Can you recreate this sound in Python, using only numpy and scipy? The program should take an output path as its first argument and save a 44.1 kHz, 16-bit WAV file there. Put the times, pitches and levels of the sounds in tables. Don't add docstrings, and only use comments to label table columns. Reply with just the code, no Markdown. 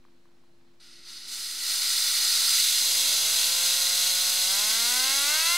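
import sys
import numpy as np
from scipy import signal
from scipy.fft import rfft, irfft, next_fast_len
from scipy.io import wavfile
from scipy.ndimage import uniform_filter1d, map_coordinates

SR = 44100
rng = np.random.default_rng(int(sys.argv[2]) if len(sys.argv) > 2 else 0)


def transcribe(u):
    v = np.clip(np.atleast_2d(u).T, -1, 1)
    q = np.round(v * 32767).astype(np.int16)
    wavfile.write(sys.argv[1], SR, q)


def ratio(d):
    e = np.asarray(d, float) / 20
    return 10 ** e


N = 245637

# start in seconds, jet level gained in dB, turn length in seconds.
VALVE_TURNS = [
    (0.79, 4.5, 0.037),
    (1.03, 10.5, 0.057),
    (1.258, 6.5, 0.074),
    (1.538, 8, 0.17),
    (1.723, 4.5, 0.87),
]
# centre in Hz, width in Hz, level in dB.
DUCT_SPINNING_MODES = [(1490, 130, -13), (2190, 410, -10.5), (2844, 690, -5.5), (3467, 480, -6),
                       (3815, 150, -5), (4000, 58, 0.5), (4200, 150, 2.5), (4476, 100, -3.5),
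                       (4900, 430, 0), (5440, 63, -20), (5657, 160, -4), (6324, 560, 2), (7110, 160, -1),
                       (7740, 480, -1), (8210, 380, -7.5), (8690, 260, -4), (9380, 240, -5.5),
                       (9870, 700, -4.5), (10580, 220, -12), (11400, 260, -8.5), (12200, 300, -14),
                       (13000, 350, -24), (13800, 170, -35), (16100, 850, -7)]
# centre in Hz, width in Hz, level in dB.
DUCT_STILL_MODES = [(1440, 180, -12.5), (2015, 73, -12.5), (2360, 900, -13.5), (3090, 190, -9.5),
                    (3540, 100, -8.5), (3860, 120, -4), (4055, 30, 1), (4250, 120, -3), (4455, 190, 0),
                    (4860, 130, -2), (4993, 150, -2), (5400, 81, -5), (5730, 370, -7.5), (6150, 270, -2.5),
                    (6690, 400, -5.5), (7020, 120, -7), (7270, 200, -13), (7560, 130, -2.5),
                    (8110, 360, -1), (8650, 210, -3.5), (9260, 91, -2.5), (9700, 300, -9.5),
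                    (10200, 270, -5.5), (10900, 130, -6), (11500, 120, -17), (12100, 190, -28),
                    (13500, 530, -36), (16200, 1000, -32)]
# centre in Hz, width in Hz, depth from 0 to 1.
WALL_NOTCHES = [(1758, 160, 0.5), (2446, 170, 0.34), (3067, 160, 0.7), (4560, 40, .8), (5510, 31, 0.7)]
# frequency in Hz, density in dB per Hz.
WASH_SPECTRUM = [(88, -67), (150, -32), (249, -6.5), (374, -11), (481, -6), (1140, 0.5), (1300, -25),
                 (1690, -43), (2860, -120)]
# frequency in Hz, side over mid in dB.
JET_SPREAD = [(60, -33), (110, -28), (200, -23), (380, -15), (700, -9), (1290, -21), (2380, -20),
              (4400, -16), (8120, -11), (15000, -10)]
# start in seconds, blade rate gained in Hz, time constant in seconds.
ROTOR_SURGES = [
    (2.653, 169.85, 0.256),
    (4.456, 600, 4.61),
    (5.263, 60, 0.41),
]
# multiple, level in dB.
BLADE_ORDERS = [(1, 0.0), (2, 2.1), (3, 4.9), (4, 5.8), (5, 4.2), (6, 3.0), (7, 1.4), (8, 1.6), (9, 1.0),
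                (10, -1.2), (11, -2.6), (12, -5.2)]
UNEVEN_BLADES_DB = [
    -16,
    -18,
    -19.5,
]
# centre in Hz, width in Hz, level in dB.
HOUSING_MODES = [(156, 58, -8.5), (253, 65, -0.1), (524, 61, -8.0), (613, 111, -3.5), (800, 150, -1.3),
                 (1171, 144, -5.2), (1535, 95, 4.0), (1429, 149, 4.7), (1031, 120, 0.7), (2073, 221, 7.4),
                 (2702, 227, 4.9), (3314, 192, 3.3), (4723, 363, 17.8)]
# centre in Hz, width in Hz, depth from 0 to 1.
FLOOR_NOTCH = (328, 16, .5)
# time in seconds, peak in dB, frequency in Hz.
WHEEL_TICKS = [
    (0.041, -58, 2360),
    (0.05, -46, 1130),
    (0.083, -54, 1170),
    (0.255, -51, 1130),
    (0.288, -57, 931),
    (0.314, -61, 953),
    (0.346, -63, 1110),
    (0.437, -55, 961),
]
# frequency in Hz, rms level in dB.
HUM_TONES = [(177.6, -97), (253.0, -74.5), (344.5, -70.5)]
# frequency in Hz, density in dB per Hz.
ROOM_SPECTRUM = [(20, 2), (45, -6), (120, 0), (170, 1.5), (260, -2), (380, -5.5), (520, -8), (976, -10.5),
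                 (1440, -12.5), (2800, -16), (4180, -15.5), (6000, -20.5), (10000, -27), (16000, -32)]
# frequency in Hz, side over mid in dB.
ROOM_SPREAD_DB = [(60, -18), (110, -18), (200, -13), (380, -3), (700, -3), (1290, -3), (2380, -3),
                  (4400, -7), (8120, -5), (15000, -10)]
# full-scale value at rest, value under signal, settling time in seconds.
CONVERTER_OFFSET = (-.00237, -.00322, .3)


def unit(x):
    return x / np.sqrt(np.mean(x ** 2) + 1e-20)


def along(points, hz):
    f, v = np.transpose(points)
    return np.interp(np.log(hz + 1), np.log(f + 1), v)


def ramp(start_s, length_s):
    return np.clip((np.arange(N) / SR - start_s) / length_s, 0, 1)


def since(start_s):
    return np.maximum(np.arange(N) / SR - start_s, 0)


def wobble(rate_hz):
    knots = rng.standard_normal(int(N * rate_hz / SR) + 4)
    return map_coordinates(knots, [np.arange(N) * rate_hz / SR])


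def filtered(x, response):
    m = next_fast_len(N + SR // 2)
    return irfft(rfft(x, m) * response(np.fft.rfftfreq(m, 1 / SR)), m)[..., :N]


def masked(x, inside, size):
    hz, t, z = signal.stft(x, SR, nperseg=size)
    return signal.istft(z * inside(hz[:, None], t), SR, nperseg=size)[1][:N]


def mode(f, centre_hz, width_hz):
    return 1j * f * width_hz / (centre_hz ** 2 - f * f + 1j * f * width_hz)


def resonances(modes):
    return lambda f: sum(ratio(db) * mode(f, c, w) for c, w, db in modes)


def notch(f, centre_hz, width_hz, depth):
    return 1 - depth * mode(f, centre_hz, width_hz)


def eddies(patchy_db):
    z = signal.stft(rng.standard_normal((2, N + 512)), nperseg=256)[2]
    field = rng.standard_normal(z.shape[1:])
    field = uniform_filter1d(uniform_filter1d(field, 5, 0), 6, 1)
    return signal.istft(z * ratio(patchy_db * unit(field)), nperseg=256)[1][:, :N]


def pair(noise, colour, spread):
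    def response(f):
        return colour(f) * np.array([np.ones(len(f)), ratio(along(spread, f))])

    mid, side = filtered(noise, response)
    return np.array([mid, side]) / np.std(mid)


def jet():
    jet_db = valve()
    opened, spinning = ramp(0.797, 0.0062), ramp(2.5, 0.13)
    fast = 1 / (1 + ratio(12 * (-42 - jet_db)))
    fine_slow_db, fine_fast_db, fine_spun_db = -9, -3, 1.6
    fine_db = fine_slow_db + (fine_fast_db - fine_slow_db) * fast + fine_spun_db * spinning
    roar_db = -11.5 + 4 * np.clip((-43 - jet_db) / 10, 0, 1)
    wash_db = -52.5 + (jet_db + 25) - 2 * spinning + 3 * slip()
    airy_db = 0.41 * np.minimum(jet_db + 29, 0)

    noise = eddies(patchy_db=0.0) * ratio(0.59 * wobble(150) + 0.32 * wobble(12))
    walls = early(delay_s=0.02, echo_db=-22)
    noise = filtered(noise, lambda f: walls(f) * cancel(f))

    def above(f, hz):
        return 1 / (1 + (hz / (f + 1)) ** 16)

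    def through(duct):
        roar = pair(noise, lambda f: duct(f) * above(f, 1214) * (1 - above(f, 3270)), JET_SPREAD)
        core = pair(noise, lambda f: duct(f) * above(f, 3120) * (1 - above(f, 5940)), JET_SPREAD)
        fine = pair(noise, lambda f: duct(f) * above(f, 5940), JET_SPREAD)
        fine = fine + (ratio(airy_db) - 1) * filtered(fine, lambda f: above(f, 12300))
        return core + ratio(fine_db + 0.5) * fine + ratio(roar_db) * roar

    hiss = spinning * through(leaky(DUCT_SPINNING_MODES))
    hiss = hiss + (1 - spinning) * through(leaky(DUCT_STILL_MODES))
    wash = pair(eddies(patchy_db=0.5), lambda f: ratio(along(WASH_SPECTRUM, f)), JET_SPREAD)
    return opened * (ratio(jet_db) * hiss + ratio(wash_db) * wash)


def valve():
    crack_db, freed_db, sag_db_per_s = -58.5, -2, -0.27
    turned_db = sum(db * ramp(s, length_s) for s, db, length_s in VALVE_TURNS)
    sag_db = sag_db_per_s * since(ROTOR_SURGES[0][0])
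    return crack_db + turned_db + freed_db * ramp(2.59, 0.062) + sag_db


def leaky(modes):
    scatter_db = -11
    grid_hz = np.arange(0, SR / 2, 4.)
    power = sum(abs(resonances([one])(grid_hz)) ** 2 for one in modes)
    gain = np.sqrt(abs(resonances(modes)(grid_hz)) ** 2 + ratio(scatter_db) ** 2 * power)
    return lambda f: np.interp(f, grid_hz, gain)


def early(delay_s, echo_db):
    draw = rng.random((12, 2))

    def echo(f, u, v):
        return ratio(echo_db - 9.7 * u) * np.sign(v - 0.5) * np.exp(-2j * np.pi * f * delay_s * (0.1 + u))

    return lambda f: 1 + sum(echo(f, u, v) for u, v in draw)


def cancel(f):
    return np.prod([notch(f, *row) for row in WALL_NOTCHES], axis=0)


def turbine():
    push_db, slip_db, cruise_hz, blade_count = -55.5, 2, 180, 7
    blade_hz = rotor()
    whine_db = push_db + slip_db * slip()
    blades = np.cumsum(blade_hz * (1 + 0.0007 * wobble(40))) / SR
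    octaves = np.log2(blade_hz / cruise_hz)
    first, upper = 0, 0
    for k, db in BLADE_ORDERS:
        level = ratio(db + (6.3 + 1.13 * k) * octaves + 0.9 * wobble(14))
        line = level * np.exp(2j * np.pi * (k * blades + 0.15 * rng.random()))
        if k == 1:
            first = line
        else:
            upper = upper + line
    uneven = 0
    for m, db in enumerate(UNEVEN_BLADES_DB):
        turns = (m + 1) * blades / blade_count + rng.random()
        uneven = uneven + ratio(db + 3 * wobble(9)) * np.exp(2j * np.pi * turns)
    tones = (first * (1 + uneven) + upper * np.exp(2j * uneven.real)).real

    def housing(f):
        return notch(f, *FLOOR_NOTCH) * resonances(HOUSING_MODES)(f) / (1 + (125 / (f + 1)) ** 6)

    return filtered(ramp(2.76, 0.09) * ratio(whine_db) * tones, housing)


def rotor():
    creep_hz_per_s = 7.63
    surges_hz = sum(hz * (1 - np.exp(-since(s) / tau_s)) for s, hz, tau_s in ROTOR_SURGES)
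    return 1 + creep_hz_per_s * since(ROTOR_SURGES[0][0]) + surges_hz


def slip():
    lag_s = 0.076
    blade_hz = rotor()
    gain_hz_per_s = uniform_filter1d(np.gradient(blade_hz) * SR, int(lag_s * SR))
    return ramp(2.72, 0.13) * np.sqrt(abs(gain_hz_per_s / blade_hz))


def wheel():
    t60_s, snap_t60_s, attack_s, upper_ratio, upper_db = 0.0078, 0.0021, 0.00036, 1.36, -9
    out, t = np.zeros(N), np.arange(SR // 50) / SR
    for s, db, hz in WHEEL_TICKS:
        snap = 0.12 * ratio(-60 * t / snap_t60_s) * rng.standard_normal(len(t))
        modes = np.sin(2 * np.pi * hz * t) + ratio(upper_db) * np.sin(2 * np.pi * upper_ratio * hz * t)
        ring = ratio(-60 * t / t60_s) * modes * (1 - np.exp(-t / attack_s))
        out[round((s + 0.001) * SR):][:len(t)] += ratio(db + 3.5) * (ring + snap)
    return out


def room():
    room_db, whistle_hz, whistle_width_hz, whistle_db = -67, 4120, 150, 4.5
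    t = np.arange(N) / SR
    hum = 0
    for hz, db in HUM_TONES:
        tone = np.sin(2 * np.pi * (hz * t + 0.035 * wobble(10)))
        hum = hum + ratio(db + 4.5 + 1.4 * wobble(10)) * tone
    duck = ratio(-8 * ramp(2.3, 0.4))

    def colour(f):
        whistle = whistle_db * np.exp(-((f - whistle_hz) / whistle_width_hz) ** 2)
        return ratio(along(ROOM_SPECTRUM, f) + whistle)

    floor = ratio(room_db) * pair(eddies(patchy_db=0.5), colour, ROOM_SPREAD_DB)
    return floor + duck * hum * ratio([[0], [-20]])


def scene():
    jet_pan = -0.05
    air = jet()
    mid, side = air + room() + (turbine() + wheel()) * ratio([[0], [-14]])
    side = side + jet_pan * air[0]
    return np.array([mid + side, mid - side])


def top_cut(x):
    return signal.sosfilt(signal.butter(12, 16510, fs=SR, output="sos"), x)


def record(dry):
    top_hz = 15740
    heard = filtered(dry, lambda f: np.clip((top_hz - f) / 60, 0, 1))
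    rest, busy, settle_s = CONVERTER_OFFSET
    mix = heard + rest + (busy - rest) * ramp(VALVE_TURNS[0][0], settle_s)
    return top_cut(mix)


dry = scene()
out = record(dry)
transcribe(out)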